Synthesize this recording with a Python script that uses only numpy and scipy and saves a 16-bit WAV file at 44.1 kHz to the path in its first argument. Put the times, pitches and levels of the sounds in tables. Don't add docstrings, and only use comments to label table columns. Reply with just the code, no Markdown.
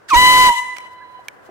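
import sys
import numpy as np
from scipy import signal
from scipy.fft import rfft, irfft
from scipy.io import wavfile
from scipy.ndimage import uniform_filter1d

SR = 44100
rng = np.random.default_rng(int(sys.argv[2]) if len(sys.argv) > 2 else 0)


def wav_record(signal):
    frames = np.transpose(np.atleast_2d(signal))
    bounded = np.clip(frames, -1, 1)
    quanta = np.round(bounded * 32767).astype(np.int16)
    wavfile.write(sys.argv[1], SR, quanta)


N = 66150


def amp(db):
    return 10 ** (np.asarray(db) / 20)


def seconds():
    return np.arange(N) / SR


def curve(rows):
    return np.interp(seconds(), *np.array(rows, float).T)


def walk(hz):
    step_samples = max(int(SR / hz), 1)
    steps = rng.standard_normal(N)[(seconds() * hz).astype(int)]
    return uniform_filter1d(steps, step_samples) * np.sqrt(3 / 2)


def noise(colour):
    colour_hz, colour_db = np.array(colour, float).T
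    bin_hz = np.arange(N // 2 + 1) * SR / N + 1
    gain = amp(np.interp(np.log(bin_hz), np.log(colour_hz), colour_db))
    shaped = irfft(rfft(rng.standard_normal((2, N))) * gain, N)
    return shaped / shaped.std()


def pan(db):
    return amp(np.array([[db], [-db]]) / 2)


def turn(hz):
    return 2 * np.pi * np.cumsum(hz) / SR


def fade(age, t60):
    return (age >= 0) * np.exp(-np.log(1000) * np.maximum(age, 0) / t60)


def highpass(x, hz):
    return signal.sosfilt(signal.butter(2, hz, "high", fs=SR, output="sos"), x)


def bandpass(x, order, edges_hz):
    return signal.sosfilt(signal.butter(order, edges_hz, "band", fs=SR, output="sos"), x)


def rumble():
    # frequency_hz, level_db
    rumble_colour = [(15, -10), (40, -14), (70, 0), (125, 4.5), (200, -15), (1000, -48)]
    return amp(-63) * noise(rumble_colour)


def outdoor_air():
    # frequency_hz, level_db
    air_colour = [(15, -70), (25, -49.5), (108, -13.5), (394, -4), (516, -2.5), (818, -5), (911, -8.5),
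                  (988, -3), (1230, -8), (1650, -5), (2220, -18), (2690, -21), (3620, -29.5), (3920, -31.5),
                  (16000, -41.5)]
    # time_s, level_db
    air_level = [(0, -50.5), (.1, -50.5), (.7, -48), (1.25, -47.5), (1.4, -44.5), (1.5, -46.5)]
    return amp(curve(air_level) + walk(15)) * noise(air_colour)


def leaves():
    # time_s, level_db
    rustle_level = [(.7, -86), (.82, -62), (.865, -56), (.9, -72), (.93, -58), (.97, -78), (1.25, -64),
                    (1.4, -72), (1.465, -57), (1.5, -70)]
    swing_db, swing_hz = 2.5, 57.6
    level = amp(curve(rustle_level) + swing_db * walk(swing_hz))
    return level * noise([(500, -19), (3000, 9.5), (9000, 3), (16000, -4)])


def distant_chirp():
    # start_s, length_s, base_hz, arch_hz (added at the middle), level_db, left_minus_right_db
    chirp_row = (1.002, .042, 1480, 220, -46, -7)
    start, length, hz, arch_hz, db, pan_db = chirp_row
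    arch = np.sin(np.pi * np.clip((seconds() - start) / length, 0, 1))
    return amp(db) * pan(pan_db) * np.sqrt(2) * arch * np.sin(turn(hz + arch_hz * arch))


def plastic_clicks():
    # start_s, level_db, left_minus_right_db, crack_db (before it is halved)
    clicks = [(0.7654, -29, -5, -1), (0.7686, -37.5, -23.5, 5.5), (0.7841, -27, -1.5, 7.5),
              (0.805, -37.5, -4, -4), (1.284, -17, -4.5, -3)]
    # frequency_hz, level_db, t60_s
    plastic_modes = [(1720, -11, 0.024), (2283, -1, 0.017), (3100, -13.5, 0.016), (5520, -7.5, 0.0049),
                     (8300, -8, 0.0035), (9000, -17, 0.0074), (13200, -16, .004)]
    # frequency_hz, level_db
    crack_colour = [(200, 10), (2000, 1), (6000, -2), (9000, -3.5), (11000, -16), (16000, -17)]
    crack_t60_s, low_cut_hz = 0.011, 870
    out = 0
    for start, db, pan_db, crack_db in clicks:
        age = seconds() - start
        ring = 0
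        for hz, mode_db, t60 in plastic_modes:
            offset = rng.uniform(0, 3, (2, 1))
            ring = ring + amp(mode_db) * fade(age, t60) * np.sin(2 * np.pi * hz * age + offset)
        crack = amp(crack_db) / 2 * fade(age, crack_t60_s) * noise(crack_colour)
        out = out + amp(db) * pan(pan_db) * highpass(ring + crack, low_cut_hz)
    return out


def dull_bumps():
    # start_s, level_db, frequency_hz, t60_s, left_minus_right_db
    bumps = [(.131, -18.5, 314, 0.055, -11), (1.142, -38, 383, 0.016, -5), (1.191, -26.5, 756, 0.024, -1),
             (1.489, -26.5, 366, 0.026, -1), (1.49, -23.5, 675, 0.018, -1)]
    attack_s = 0.0034
    out = 0
    for start, db, hz, t60, pan_db in bumps:
        age = seconds() - start
        envelope = np.clip(age / attack_s, 0, 1) * fade(age, t60)
        out = out + amp(db) * pan(pan_db) * envelope * np.sin(2 * np.pi * hz * age)
    return out


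def trees(x):
    # lower_hz, upper_hz, early_db, early_t60_s, late_db, late_t60_s
    scatter_bands = [(750, 1267, -19, 1, -33, 4.1), (1580, 2215, -13.5, 0.88, -30.5, 2.84),
                     (2630, 3630, -13.5, 0.82, -38, 2.4), (3240, 5600, -24.5, 0.83, -33, 1.38),
                     (5530, 10640, -8, 0.63, -49, 1.9), (11000, 14400, -9.5, 0.38, -46, 1.3)]
    delay_s, build_s = 0.026, 0.042
    age, out = seconds() - delay_s, 0
    build = np.clip(age / build_s, 0, 1)
    for lo_hz, hi_hz, early_db, early_t60, late_db, late_t60 in scatter_bands:
        band = bandpass(x, 4, [lo_hz, hi_hz])
        for db, t60 in ((early_db, early_t60), (late_db, late_t60)):
            response = rng.standard_normal((2, N)) * build * fade(age, t60)
            echo = signal.fftconvolve(band, response, axes=1)[:, :N]
            out = out + amp(db) * band.std() * echo / echo.std(axis=1, keepdims=True)
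    return out


def echoes(x):
    # delay_s, level_db, left_minus_right_db, centre_hz
    returns = [(0.099, -11.5, 1.5, 3120), (.14, -19.5, 10, 960), (.265, -18, -5.5, 1930),
               (.4, -29, -1.5, 2260), (.57, -30.5, 2, 1350), (.73, -34, -1.5, 935), (.735, -43, -6, 3140)]
    width_octaves, smear_t60_s, roughness = 0.77, 0.051, 0.39
    out = 0
    for delay, db, pan_db, hz in returns:
        smear = rng.standard_normal((2, N)) * fade(seconds() - delay, smear_t60_s)
        path = roughness * smear / np.linalg.norm(smear[0])
        path[:, int(delay * SR)] += 1
        band = bandpass(x, 2, hz * 2 ** (np.array([-.5, .5]) * width_octaves))
        out = out + amp(db) * pan(pan_db) * signal.fftconvolve(band, path, axes=1)[:, :N]
    return out


def wood(tone, hiss):
    far = tone + highpass(hiss, 2500)
    carry_from_s, carry_until_s, carry_ramp_s, weak_db = .13, 0.469, .04, -9
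    before = 1 - (seconds() - carry_from_s) / carry_ramp_s
    after = (seconds() - carry_until_s) / carry_ramp_s
    carry = amp(weak_db * np.clip(np.maximum(before, after), 0, 1))
    waver_db, waver_hz = 2, 35
    waver = amp(waver_db * np.array([walk(waver_hz), walk(waver_hz)]))
    return waver * (trees(far) + echoes(carry * far))


def puff():
    # centre_s, half_length_s (to 1/e), level_db
    gust = (0.172, .017, -20)
    # frequency_hz, level_db
    gust_colour = [(12, 8), (30, 4), (70, 5), (130, -36), (330, -17), (700, -36), (4000, -70)]
    centre, half_length, db = gust
    return amp(db) * np.exp(-((seconds() - centre) / half_length) ** 2) * noise(gust_colour)


def buffet():
    # frequency_hz, level_db
    buffet_colour = [(15, 10), (30, 10.5), (50, 4.5), (150, 2), (600, 4), (1100, -5), (2500, -27),
                     (16000, -75)]
    open_s, close_s, fade_s = .134, 0.5, 0.0092
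    t = seconds()
    outside = np.maximum(2 * (open_s - t), 0) + np.maximum(t - close_s, 0)
    return amp(-27) * np.exp(-outside / fade_s) * noise(buffet_colour)


def jet():
    # time_s, level_db
    jet_level = [(.078, -42), (.087, -13), (.104, 0), (.114, -7.5), (.128, -11.5), (.145, 3.5), (.2, -1),
                 (.46, 2.5), (.497, -3), (.52, -45), (.56, -73)]
    # frequency_hz, level_db
    jet_colour = [(30, -17), (700, -18.5), (1300, 1.5), (2600, -2.5), (4500, -3), (8000, -7.5),
                  (13000, -20.5), (16000, -20)]
    jet_db = -25
    return amp(jet_db + curve(jet_level)) * noise(jet_colour)


def squeals():
    # start_s, length_s, from_hz, to_hz, level_db
    whistles = [(0.081, .02, 5300, 3900, -40), (0.098, 0.023, 5950, 5720, -34.5),
                (0.103, 0.0307, 2620, 2365, -25.5), (0.13, 0.022, 2380, 2250, -18),
                (0.137, 0.022, 1320, 1280, -23.5), (0.14, 0.0225, 6400, 5930, -22.5),
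                (0.133, 0.025, 6650, 6660, -31)]
    out = 0
    for start, length, from_hz, to_hz, db in whistles:
        progress = np.clip((seconds() - start) / length, 0, 1)
        hz = (from_hz + (to_hz - from_hz) * progress) * (1 + 0.013 * walk(1100))
        out = out + amp(db) * np.sin(np.pi * progress) * np.sin(turn(hz))
    return out


def horn():
    # time_s, pitch_hz
    diaphragm_pitch = [(.085, 2050), (.095, 1580), (.109, 1260), (.119, 1120), (.143, 965), (.155, 938),
                       (.173, 998), (.205, 997), (.26, 1008), (.35, 1004.5), (.47, 1004), (.5, 962),
                       (.53, 952)]
    # time_s, level_db
    blow_level = [(.08, -65), (.089, -23.5), (.103, -21), (.111, -5.5), (.134, 3), (.17, 2.5), (.207, -1.5),
                  (.25, 0), (.46, 0), (.494, 2)]
    # time_s, level_db
    brass_level = [(.09, -7), (.115, -30), (.135, -12.5), (.155, -8), (.178, 0.5), (.21, 3.5), (.47, 0),
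                   (.497, -7.5), (.515, -45)]
    # left_db, right_db
    harmonics = [(-13, -9), (-14, -17), (-18.5, -26), (-21, -24.5), (-34.5, -35.5), (-33.5, -40.5),
                 (-36, -38), (-35.5, -37), (-40, -37.5), (-36, -39), (-35, -44), (-36, -43), (-43, -37),
                 (-39.5, -54), (-43, -51)]
    release_db_per_s = 260
    second_hz, second_jitter, second_db, sideband_db = 2425, 0.0484, -34.5, -47
    jitter, jitter_hz, wander, wander_hz = .0045, 1100, .0012, 39.6
    wobble_rad, wobble_hz = 0.043, 1000
    flutter_db, flutter_hz = 4, 109.75
    port_lag_s = 0.0001307

    hz = curve(diaphragm_pitch) * (1 + jitter * walk(jitter_hz) + wander * walk(wander_hz))
    lag = 2 * np.pi * hz * port_lag_s * np.array([[1], [0]])
    phase = turn(hz) + wobble_rad * walk(wobble_hz) - lag
    since_release = np.maximum(seconds() - blow_level[-1][0], 0)
    blow = amp(curve(blow_level) - release_db_per_s * since_release)
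    brass = amp(curve(brass_level))
    second = turn(second_hz * (1 + second_jitter * walk(600)))

    out = amp(harmonics[0])[:, None] * np.sin(phase)
    out = out + brass * amp(second_db) * np.sin(second + rng.uniform(0, np.pi, (2, 1)))
    for k, sides_db in enumerate(harmonics[1:], 2):
        swing = np.array([walk(flutter_hz), walk(flutter_hz)])
        flutter = amp(flutter_db * k / len(harmonics) * swing)
        offset = rng.uniform(0, 2 * np.pi)
        overtone = amp(sides_db)[:, None] * flutter * np.sin(k * phase + offset)
        sideband = amp(sideband_db) * np.sin(second + k * phase + offset) * (k <= 10)
        out = out + brass * (overtone + sideband) * (k * hz < SR / 2)
    return np.sqrt(2) * blow * out


def scene():
    tone = horn() + squeals()
    hiss = jet()
    background = outdoor_air() + leaves() + distant_chirp() + rumble()
    handling = plastic_clicks() + dull_bumps()
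    return tone + hiss + wood(tone, hiss) + buffet() + puff() + handling + background


def record(dry):
    ceiling, top_hz = .88, 16000
    rounded = dry / (1 + (dry / ceiling) ** 8) ** (1 / 8)
    return signal.sosfilt(signal.ellip(8, .2, 70, top_hz, fs=SR, output="sos"), rounded)


dry = scene()
out = record(dry)
wav_record(out)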